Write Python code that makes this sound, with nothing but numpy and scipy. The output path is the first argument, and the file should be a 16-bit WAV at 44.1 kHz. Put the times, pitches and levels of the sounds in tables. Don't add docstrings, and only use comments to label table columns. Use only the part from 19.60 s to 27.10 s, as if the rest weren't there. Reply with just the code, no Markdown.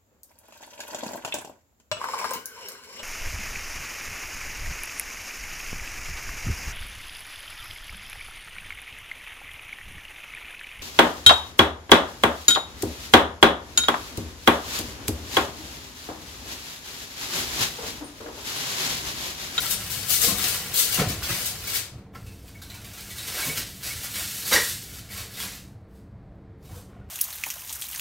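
import sys
import numpy as np
from scipy import signal
from scipy.fft import rfft, irfft, next_fast_len
from scipy.io import wavfile
from scipy.ndimage import uniform_filter1d

SR = 44100
rng = np.random.default_rng(int(sys.argv[2]) if len(sys.argv) > 2 else 0)


def materialize(psi):
    bounded = np.clip(np.atleast_2d(psi).T, -1, 1)
    quanta = np.round(bounded * 32767).astype(np.int16)
    wavfile.write(sys.argv[1], SR, quanta)


def undo_db(level):
    steps = np.asarray(level, float) / 20
    return 10 ** steps


N = 330750
MONO_FROM_S = 2.53


def evened(x):
    return x / np.sqrt(np.mean(x ** 2) + 1e-20)


def read(points, hz):
    f, value = np.transpose(points)
    return np.interp(np.log(hz + 1), np.log(f + 1), value)


def add(mix, start_s, sound):
    part = mix[round(start_s * SR):][:len(sound)]
    part += sound[:len(part)]


def coloured(x, points):
    hz = np.fft.rfftfreq(len(x), 1 / SR)
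    return irfft(rfft(x) * undo_db(read(points, hz)), len(x))


def rung(modes, rattle_s, ring=0.78, tick_db=-34.5):
    t = np.arange(SR // 4) / SR
    u = np.linspace(0, 1, round(rattle_s * SR) + 9)
    body = undo_db(tick_db) * np.exp(-t / .00008)
    for hz, db, t60_s in modes:
        body += undo_db(db - 60 * t / (ring * min(t60_s, .4))) * np.sin(2 * np.pi * hz * t)
    contacts = rng.standard_normal((2, SR // 8)).prod(0)[:len(u)] * u * np.exp(-4 * u)
    out = signal.fftconvolve(body, contacts)
    return out / abs(out).max()


def foil():
    # pitch_hz, density_db (dB per Hz)
    snap_colour = [(180, -37), (300, 3.5), (420, -9), (472, -3), (531, -10), (730, -4.5), (877, -8),
                   (1070, -5), (1230, -7), (1550, -6.5), (13000, -0.5), (15700, -2.5), (16500, -43)]
    level = handling()
    force, pings = buckling()
    clumps = undo_db(2.4 * evened(uniform_filter1d(rng.standard_normal(N), 350)))
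    swarm = ranges(coloured(snaps(per_s=5500, spread_db=3.0) * clumps, snap_colour))
    volley = ranges(coloured(snaps(per_s=15000, spread_db=1.0), snap_colour))
    buckle_share = undo_db(np.array([[0.], [-0.2], [-7.], [-13.]]))
    creases = (undo_db(-1.5) * level * swarm + buckle_share * force * volley).sum(0)
    return creases + pings + undo_db(-2.0) * facets(level[2])


def handling():
    # start_s, fizz_db, dullness_db
    effort = [(0.0, -38, 4), (.6, -36, -1.5), (.85, -32, -0.5), (1.12, -43.5, 7), (1.3, -35, -2),
              (1.56, -48, 11.5), (1.8, -31.5, -4), (1.97, -44.5, 4.5), (2.12, -34.5, -4.5),
              (2.4, -73.5, 23), (2.52, -83.5, 8), (2.56, -59.5, -6), (3.05, -55.5, 4), (3.55, -40.5, -4.5),
              (3.8, -32.5, 2), (3.96, -41.5, 2), (4.19, -47, -9), (4.3, -90, 0)]
    # peak_s, fizz_db, rise_s, fall_s, dullness_db
    strokes = [(0.0, -24.5, .05, 0.089, 8), (.12, -21.5, 0.038, 0.039, -10),
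               (0.311, -27.5, 0.0097, 0.15, -5), (.53, -17, 0.044, 0.1, -13),
               (0.639, -19.5, 0.057, 0.15, -3), (.88, -27, 0.12, 0.29, -2),
               (1.178, -16.5, 0.038, 0.13, -7.5), (1.37, -26, 0.13, 0.044, -1),
               (1.4, -36.5, 0.025, 0.041, 30), (1.48, -33.5, 0.012, 0.18, 10.5),
               (1.71, -32, 0.13, 0.17, 14.5), (1.87, -25, 0.037, 0.055, -3),
               (2.161, -25.5, 0.044, 0.076, 3),
               (2.55, -58, 0.012, 0.079, 33.5), (2.67, -58, .08, 0.29, 11), (3.11, -49, 0.02, 0.097, 16),
             (3.88, -29, 0.13, 0.12, -27), (3.98, -28, 0.039, 0.076, 5), (4.261, -31.5, 0.059, 0.45, 4.5),
             (4.45, -35.5, 0.035, 0.063, 6), (4.59, -30.5, 0.1, 0.2, 7), (4.89, -35, 0.11, 0.11, 10),
             (4.948, -17.5, 0.037, 0.041, 12.5), (5.07, -26.5, 0.71, 0.2, -2),
             (5.37, -40.5, 0.22, 0.11, 6.5), (5.53, -37.5, 0.025, 0.25, 4), (5.59, -38.5, 0.14, 0.14, 12.5),
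             (5.82, -32, 0.11, 0.16, 8.5), (5.96, -40, 0.25, 0.083, 7.5), (6.376, -62, 0.09, 0.11, 3.5),
             (7.06, -54.5, .045, 0.036, 8.5), (7.125, -52, .08, .05, 4), (7.172, -46.5, 0.058, 0.11, -3),
             (7.16, -79, 0.13, 0.13, 48.5), (7.37, -78, 0.24, 0.24, 42), (7.5, -66.5, .012, .02, 17)]
    steady_db = [0, -1.5, -5.5, -10]
    stroke_tone_db = [-1, -4.5, -12, -22.5]
    dull_share = [0, .22, .6, 1.0]
    t = np.arange(0, N / SR + .002, .001)
    share = np.array(dull_share)[:, None]
    s, fizz_db, dull_db = np.transpose(effort)
    steady = np.interp(t, s, fizz_db) + share * np.interp(t, s, dull_db)
    power = undo_db(steady + np.array(steady_db)[:, None]) ** 2
    for peak_s, db, rise_s, fall_s, dullness_db in strokes:
        before = (np.maximum(peak_s - t, 0) / rise_s) ** 1.4
        after = (np.maximum(t - peak_s, 0) / fall_s) ** 1.026
        stroke = db - 19.5 * (before + after)
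        power += undo_db(stroke + share * dullness_db + np.array(stroke_tone_db)[:, None]) ** 2
    return np.array([np.interp(np.arange(N) / SR + .01, t, np.sqrt(p)) for p in power])


def snaps(per_s, spread_db):
    size = undo_db(spread_db * np.minimum(rng.exponential(1, N), 3.5))
    return evened(size * rng.standard_normal(N) * (rng.random(N) < per_s / SR))


def ranges(x):
    bands = []
    for edges_hz in [(6000, 19000), (2800, 6000), (1300, 2800), (400, 1300)]:
        sos = signal.butter(3, edges_hz, "band", fs=SR, output="sos")
        bands.append(evened(signal.sosfilt(sos, x)))
    return np.array(bands)


def buckling():
    # start_s, peak_db, ping_hz, ping_db (re peak)
    buckles = [(0.055, -15, 1370, -15.5), (.103, -18, 5490, -20), (0.303, -19, 4470, -16),
               (.4239, -28, 4640, -7), (0.49, -11, 4170, -19), (0.629, -15, 5230, -7),
               (1.139, -22, 4140, -3), (1.1684, -19, 3800, -17.5), (1.323, -16, 2820, -6.5),
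               (1.3947, -13, 1840, -21), (1.483, -13.5, 2490, -31), (1.627, -13.5, 1780, -25),
               (1.6995, -14, 2020, -13), (1.7604, -29, 3350, -17), (1.8682, -30, 3340, -15),
               (2.0696, -15, 2270, -16), (2.152, -25, 5900, -16),
               (2.547, -34, 1350, -6), (2.663, -34, 2620, -4), (2.8738, -33.5, 3900, -19),
                    (3.0164, -25, 4020, -16), (3.0967, -32.5, 4060, -4.5), (3.1407, -27, 2300, -17),
                    (3.2421, -26.5, 2340, -14), (3.3722, -24.5, 4050, -17), (3.5039, -22, 2060, -14),
                    (3.58, -20, 3860, -7.5), (3.674, -16, 3210, -16), (3.7777, -21, 1586, -9),
                    (3.859, -15, 4060, -14), (3.9705, -9.5, 2250, -27), (4.2068, -34, 3250, -5),
                    (4.246, -21, 5530, -16), (4.532, -19, 4130, -13.5), (4.8204, -19, 5500, -20.5),
                    (4.8544, -22, 4630, -7), (4.9254, -2.5, 1850, -10), (5.4999, -25.5, 2060, -7.5),
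                    (5.7389, -26, 3560, -10), (5.7983, -23, 3370, -7), (7.0459, -42, 3830, -11),
                    (7.15, -40, 1390, -18)]
    force, pings = np.zeros(N), np.zeros(N)
    t = np.arange(SR // 2) / SR
    t60_s, rise_s = 0.078, 0.0041
    for s, db, hz, ping_db in buckles:
        add(force, s, undo_db(db - 13.0 - 60 * t / t60_s) * np.minimum(t / rise_s, 1))
        panel = rung([(hz, 0, .045), (hz * 1.57, -15, .03)], 0.01)
        add(pings, s, undo_db(db + ping_db - 1.0) * panel)
    return force, pings


def facets(level, per_s=60, low_hz=900, top_hz=7000, cycles=45):
    out, t, count = np.zeros(N), np.arange(SR // 12) / SR, 400
    for place, pitch, size in rng.random((count, 3)):
        hz = low_hz * (top_hz / low_hz) ** pitch
        fade = np.exp(-t * (hz / cycles + 40)) * np.minimum(t / 0.0016, 1)
        add(out, place * count / per_s, undo_db(-14 * size) * np.sin(2 * np.pi * hz * t) * fade)
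    return out * level


def panels():
    # start_s, pitch_hz,
    # peak_db, t60_s
    taut_panels = [(.56, 2010, -35, 0.17), (.672, 1060, -29.5, 0.21), (.755, 2230, -36, 0.088),
                   (1.62, 1450, -29.5, 0.1), (1.705, 2030, -48, 0.079), (2.548, 2024, -42, .15),
                   (2.55, 1020, -40, 0.069), (2.552, 1390, -50, 0.11), (2.552, 5430, -52, .1),
                   (2.66, 2600, -45, .12), (2.71, 2630, -48, 0.13), (2.948, 2220, -45, .11),
                   (2.888, 3910, -52, 0.051), (2.89, 1550, -48, 0.11), (3.018, 4000, -46, .06),
                   (3.017, 1500, -39, .05), (3.097, 4030, -39, .07), (3.116, 4100, -44, .04),
                   (3.118, 2300, -42, .06), (3.137, 2320, -42, .06), (3.15, 2570, -40, 0.069),
                   (3.172, 1510, -45, .08), (3.245, 4570, -49, 0.052), (3.272, 1600, -44, .06),
                   (.742, 1150, -30, .1), (2.148, 1800, -36, 0.11), (2.152, 2200, -33, .1),
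                   (4.913, 1100, -19, 0.085), (3.1, 2370, -44, 0.22), (3.145, 960, -43, 0.12),
                   (3.24, 2350, -47, .12), (3.39, 2330, -42, .1), (3.815, 4050, -32, 0.11),
                   (3.82, 2250, -30, 0.15), (3.89, 2250, -27.5, 0.097), (3.975, 4380, -42, 0.092),
                   (4.3, 2216, -34.5, 0.2), (7.32, 3710, -63, .08), (7.33, 1380, -47, 0.074),
                   (7.41, 1440, -48.5, 0.14)]
    out = np.zeros(N)
    for s, hz, db, t60_s in taut_panels:
        modes = [(hz, 0, t60_s / 2), (hz * 0.88, -13, t60_s / 2)]
        add(out, s, undo_db(db) * rung(modes, min(.12 * t60_s, 1 / 9)))
    return out


def ticks(t60_s=.015, trim_db=-2.0):
    # start_s, peak_db
    lone_snaps = [(0.496, -11), (1.1324, -24), (1.1416, -13), (2.5476, -40), (2.6633, -40), (2.8729, -41),
                  (2.8904, -37), (2.9514, -39), (3.0175, -35), (3.0989, -44), (3.1114, -41), (3.1224, -36),
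                  (3.1394, -36), (3.1524, -38), (3.2464, -33), (3.2654, -33), (3.2784, -33), (3.3732, -37),
                  (3.5039, -33), (6.7554, -63)]
    out, t = np.zeros(N), np.arange(SR // 20) / SR
    for s, db in lone_snaps:
        burst = np.diff(rng.standard_normal(len(t) + 1)) / 2
        add(out, s, undo_db(db + trim_db - 60 * t / t60_s) * burst)
    return out


def knocks():
    # pitch_hz, level_db, t60_s
    pan_modes = [(98, -17, 0.38), (186, -2.5, 0.3), (278, -3, 0.22), (446, -4.5, 0.11), (593, 0.5, 0.064),
                 (736, 0.5, 0.11), (1060, -19, .15), (1210, -19, .15), (1460, -5.5, 0.097),
                 (1810, -14, 0.1), (2060, -23, .1), (2410, -22, .1)]
    # pitch_hz, level_db, t60_s
    stove_modes = [(105, -18, 0.16), (200.4, -19, .15), (594, -10, 0.12), (1060, -3.5, 0.11),
                   (1250, -13.5, .1), (1570, -3.5, 0.09), (1882, 1.5, 0.086), (2044, -5, .15),
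                   (2250, -7, 0.15), (2836, -8, 0.14), (3560, -15.5, .04), (3750, -5.5, 0.092),
                   (4630, -10.5, 0.1), (5500, -2.5, .06)]
    # start_s, level_db, rattle_s
    pan_blows = [
        (1.384, -25, .015),
        (1.392, -19, .02),
        (1.404, -22, 0.022),
        (1.416, -21, 0.018),
        (1.425, -30, 0.019),
    ]
    # start_s, level_db, rattle_s
    stove_blows = [
        (4.92, -16, 0.018),
        (4.936, -22, 0.029),
        (4.95, -21.5, 0.022),
        (4.966, -25, 0.024),
        (4.985, -33, 0.024),
        (5.012, -35.5, 0.018),
    ]
    # start_s,
    # peak_db, ring_hz, t60_s, rattle_s
    bumps = [(0.618, -24, 480, 0.2, 0.014), (.622, -36, 235, .1, 0.0099), (.64, -23, 474, 0.36, 0.0085),
             (0.668, -21, 198, 0.42, 0.023), (.695, -21.5, 207, 0.26, .02), (.712, -27, 730, 0.094, .015),
             (0.719, -23.5, 111, 0.15, 0.016), (.76, -30.5, 95, .15, 0.017),
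             (1.462, -18.5, 101, 0.13, 0.014), (1.497, -20.5, 78.5, 0.19, 0.012),
             (4.935, -26, 490, 0.081, 0.022), (4.95, -34, 105, .1, 0.018), (1.619, -32, 72.7, 0.13, 0.03),
             (1.688, -25, 111, 0.12, 0.029), (2.551, -36.5, 72.7, 0.17, 0.031),
             (3.811, -30.5, 1060, 0.12, 0.018), (3.857, -21.5, 160, 0.28, 0.03),
             (3.969, -29, 226, 0.076, 0.017), (4.298, -40, 94.2, 0.11, 0.034),
             (5.799, -41, 108, 0.17, 0.028), (6.75, -43, 203, 0.1, 0.01), (7.085, -43, 710, 0.096, 0.031),
             (7.149, -37, 494, .1, .015), (7.335, -43.5, 713, .07, 0.028), (7.1, -29.5, 91.5, 0.087, 0.031)]
    out = np.zeros(N)
    for s, db, rattle_s in pan_blows:
        add(out, s, undo_db(db + 8) * rung(shifted(pan_modes), rattle_s, .3, 19.))
    for s, db, rattle_s in stove_blows:
        add(out, s, undo_db(db + 8) * rung(shifted(stove_modes), rattle_s, .5, 8.))
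    for s, db, hz, t60_s, rattle_s in bumps:
        half_s = t60_s / 2
        modes = [(hz, 0, t60_s), (hz * 1.45, -5, half_s), (hz * 2.6, -11, half_s), (hz * 3.1, -14, half_s)]
        add(out, s, undo_db(db - 3.0) * rung(modes, 1.5 * rattle_s, 0.9))
    return out


def shifted(modes, detune=.025, scatter_db=3.0):
    draws = rng.standard_normal((len(modes), 2))
    return [(hz * (1 + detune * a), db + scatter_db * b, t60_s)
            for (hz, db, t60_s), (a, b) in zip(modes, draws)]


def kitchen(x, direct_db=-5.0, count=5):
    # pitch_hz, t60_s
    room_t60 = [(100, 0.27), (300, 0.32), (1000, 0.29), (4000, 0.35), (9000, 0.29), (15000, 0.14)]
    size, whole = SR // 2, next_fast_len(N + SR)
    taps = np.zeros((2 * count, size))
    at = np.arange(60, size - 12, 12) + rng.integers(0, 12, (2 * count, (size - 61) // 12))
    np.put_along_axis(taps, at, rng.choice([-1., 1.], at.shape), 1)
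    hz, t, z = signal.stft(taps, SR, nperseg=256)
    tails = signal.istft(z * undo_db(-60 * t / read(room_t60, hz)[:, None]), SR, nperseg=256)[1]
    tails /= np.linalg.norm(tails, axis=1, keepdims=True)
    tails[np.arange(2 * count), rng.integers(0, 50, 2 * count)] = undo_db(direct_db)
    turn = (np.arange(N) / SR * 60. - np.arange(count)[:, None]) % count - 1
    shares = np.cos(np.pi / 2 * np.clip(turn, -1, 1))
    heard = rfft(shares * x, whole) * rfft(tails, whole).reshape(2, count, -1)
    return irfft(heard.sum(1), whole)[:, :N] / np.linalg.norm(tails[0])


def rumble():
    # pitch_hz, density_db (dB per Hz)
    rumble_colour = [(12, -47.5), (20, -24), (49, -5), (117, -2.5), (161, -11.5), (205, -7), (236, -19.5),
                     (277, -14.5), (447, -23), (604, -24.5), (665, -23.5), (732, -33.5), (900, -42),
                     (1170, -68), (1980, -120)]
    hz, _, z = signal.stft(rng.standard_normal((2, N)), SR, nperseg=2048)
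    patches = uniform_filter1d(rng.standard_normal(z.shape[1:]), 4, 0)
    patches = evened(uniform_filter1d(patches, 5, 1))
    z = z * undo_db(read(rumble_colour, hz)[:, None] + 2.0 * patches)
    x = signal.istft(z, SR, nperseg=2048)[1][:, :N]
    t = np.arange(N) / SR
    steady = undo_db(np.interp(t, [MONO_FROM_S - .6, MONO_FROM_S], [-44.5, -47]))
    shake_s, shake_db, shake_t60_s = 1.53, -37, 0.97
    shudder = (t > shake_s) * undo_db(shake_db - 60 * abs(t - shake_s) / shake_t60_s)
    return evened(x) * undo_db(1.0) * np.hypot(steady, shudder)


def hum():
    # pitch_hz, width_hz, level_db
    motor_tones = [(62, 5, -57.5), (108, 8, -58.5), (193.7, 5, -57), (274.3, 12, -63), (445.4, 3.3, -64.5),
                   (479, 8, -72.5), (546.4, 5, -75.5), (678, 25, -71.5), (760, 8, -74.5)]
    hz, z = np.fft.rfftfreq(N, 1 / SR), rfft(rng.standard_normal(N))
    out = np.zeros(N)
    for f, width_hz, db in motor_tones:
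        out += undo_db(db) * evened(irfft(z / (1 + (2 * (hz - f) / width_hz) ** 2), N))
    return out


def still_air():
    # pitch_hz, density_db (dB per Hz)
    air_colour = [(600, -23.5), (800, -10), (1100, -11.5), (1500, -17.5), (2300, -22), (2900, -28),
                  (5000, -35), (16000, -56)]
    return undo_db(-64.5) * evened(coloured(rng.standard_normal(N), air_colour))


def microphones(pair):
    # pitch_hz, likeness (0-1)
    likeness = [(60, .998), (130, .996), (290, .995), (640, .98), (1410, 0.67), (3100, 0.06), (6820, 0.13),
                (15000, 0.12)]
    # pitch_hz, factor
    lean_share = [(600, 0.0054), (1400, .15), (3100, 0.32), (6800, 0.46), (12000, 0.98)]
    # start_s, level_db
    lean_course = [
        (0.0, 9),
        (.5, 13.5),
        (.9, 11),
        (1.15, 9.5),
        (1.9, 5.5),
        (2.5, 10),
    ]
    # centre_s, half_length_s
    lulls = [
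        (.25, 0.068),
        (1.04, 0.12),
        (1.642, 0.069),
        (2.03, 0.099),
    ]
    # pitch_hz, width_hz, level_db
    capsule = [(1180, 220, -1.5), (1900, 450, 2), (2710, 500, -1.5), (4400, 800, 2), (5900, 1100, -1.5),
               (7500, 340, 0.5), (9970, 580, -3), (11700, 360, 0)]
    hz, t, (a, b) = signal.stft(pair, SR, nperseg=512)
    hz = hz[:, None]
    wide = t < MONO_FROM_S
    lull = sum(np.clip(2 - 2 * abs(t - s) / half_s, 0, 1) for s, half_s in lulls)
    lean_db = wide * np.interp(t, *np.transpose(lean_course)) * (1 - .72 * lull)
    colour_db = sum(db * np.exp(-((hz - f) / width_hz) ** 2) for f, width_hz, db in capsule)
    shine_db = 2.1 * np.exp(-((hz - 15000) / 820) ** 2)
    a, b = undo_db(colour_db + wide * shine_db) * np.array([a, b])
    same = np.clip(read(likeness, hz), .01, 1)
    centring = (hz > 8500) * np.clip(0.91 * lull, 0, 1)
    same = same ** (1 - centring) * wide + ~wide
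    right = undo_db(-read(lean_share, hz) * lean_db)
    apart = np.sqrt(abs(1 - same ** 2))
    middle = np.hypot(1 + right * same, right * apart) / 2
    both = np.array([a, right * (same * a + apart * b)]) / middle
    return signal.istft(both, SR, nperseg=512)[1][:, :N]


def scene():
    high_pass = signal.butter(2, 55, "high", fs=SR, output="sos")
    hits = signal.sosfilt(high_pass, knocks()) + panels() + ticks()
    room = kitchen(foil() + undo_db(-3.0) * hits)
    return microphones(room + undo_db(-4.0) * hits + rumble() + hum() + still_air())


def roll_off(x):
    return signal.sosfilt(signal.butter(12, 16780, fs=SR, output="sos"), x)


def record(dry):
    ceiling = .75
    soft = ceiling * np.tanh(dry / ceiling)
    low_pass = signal.firwin(255, 15980, window=("kaiser", 8), fs=SR)
    limited = signal.oaconvolve(soft, low_pass[None], "same")
    return roll_off(limited)


dry = scene()
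out = record(dry)
materialize(out)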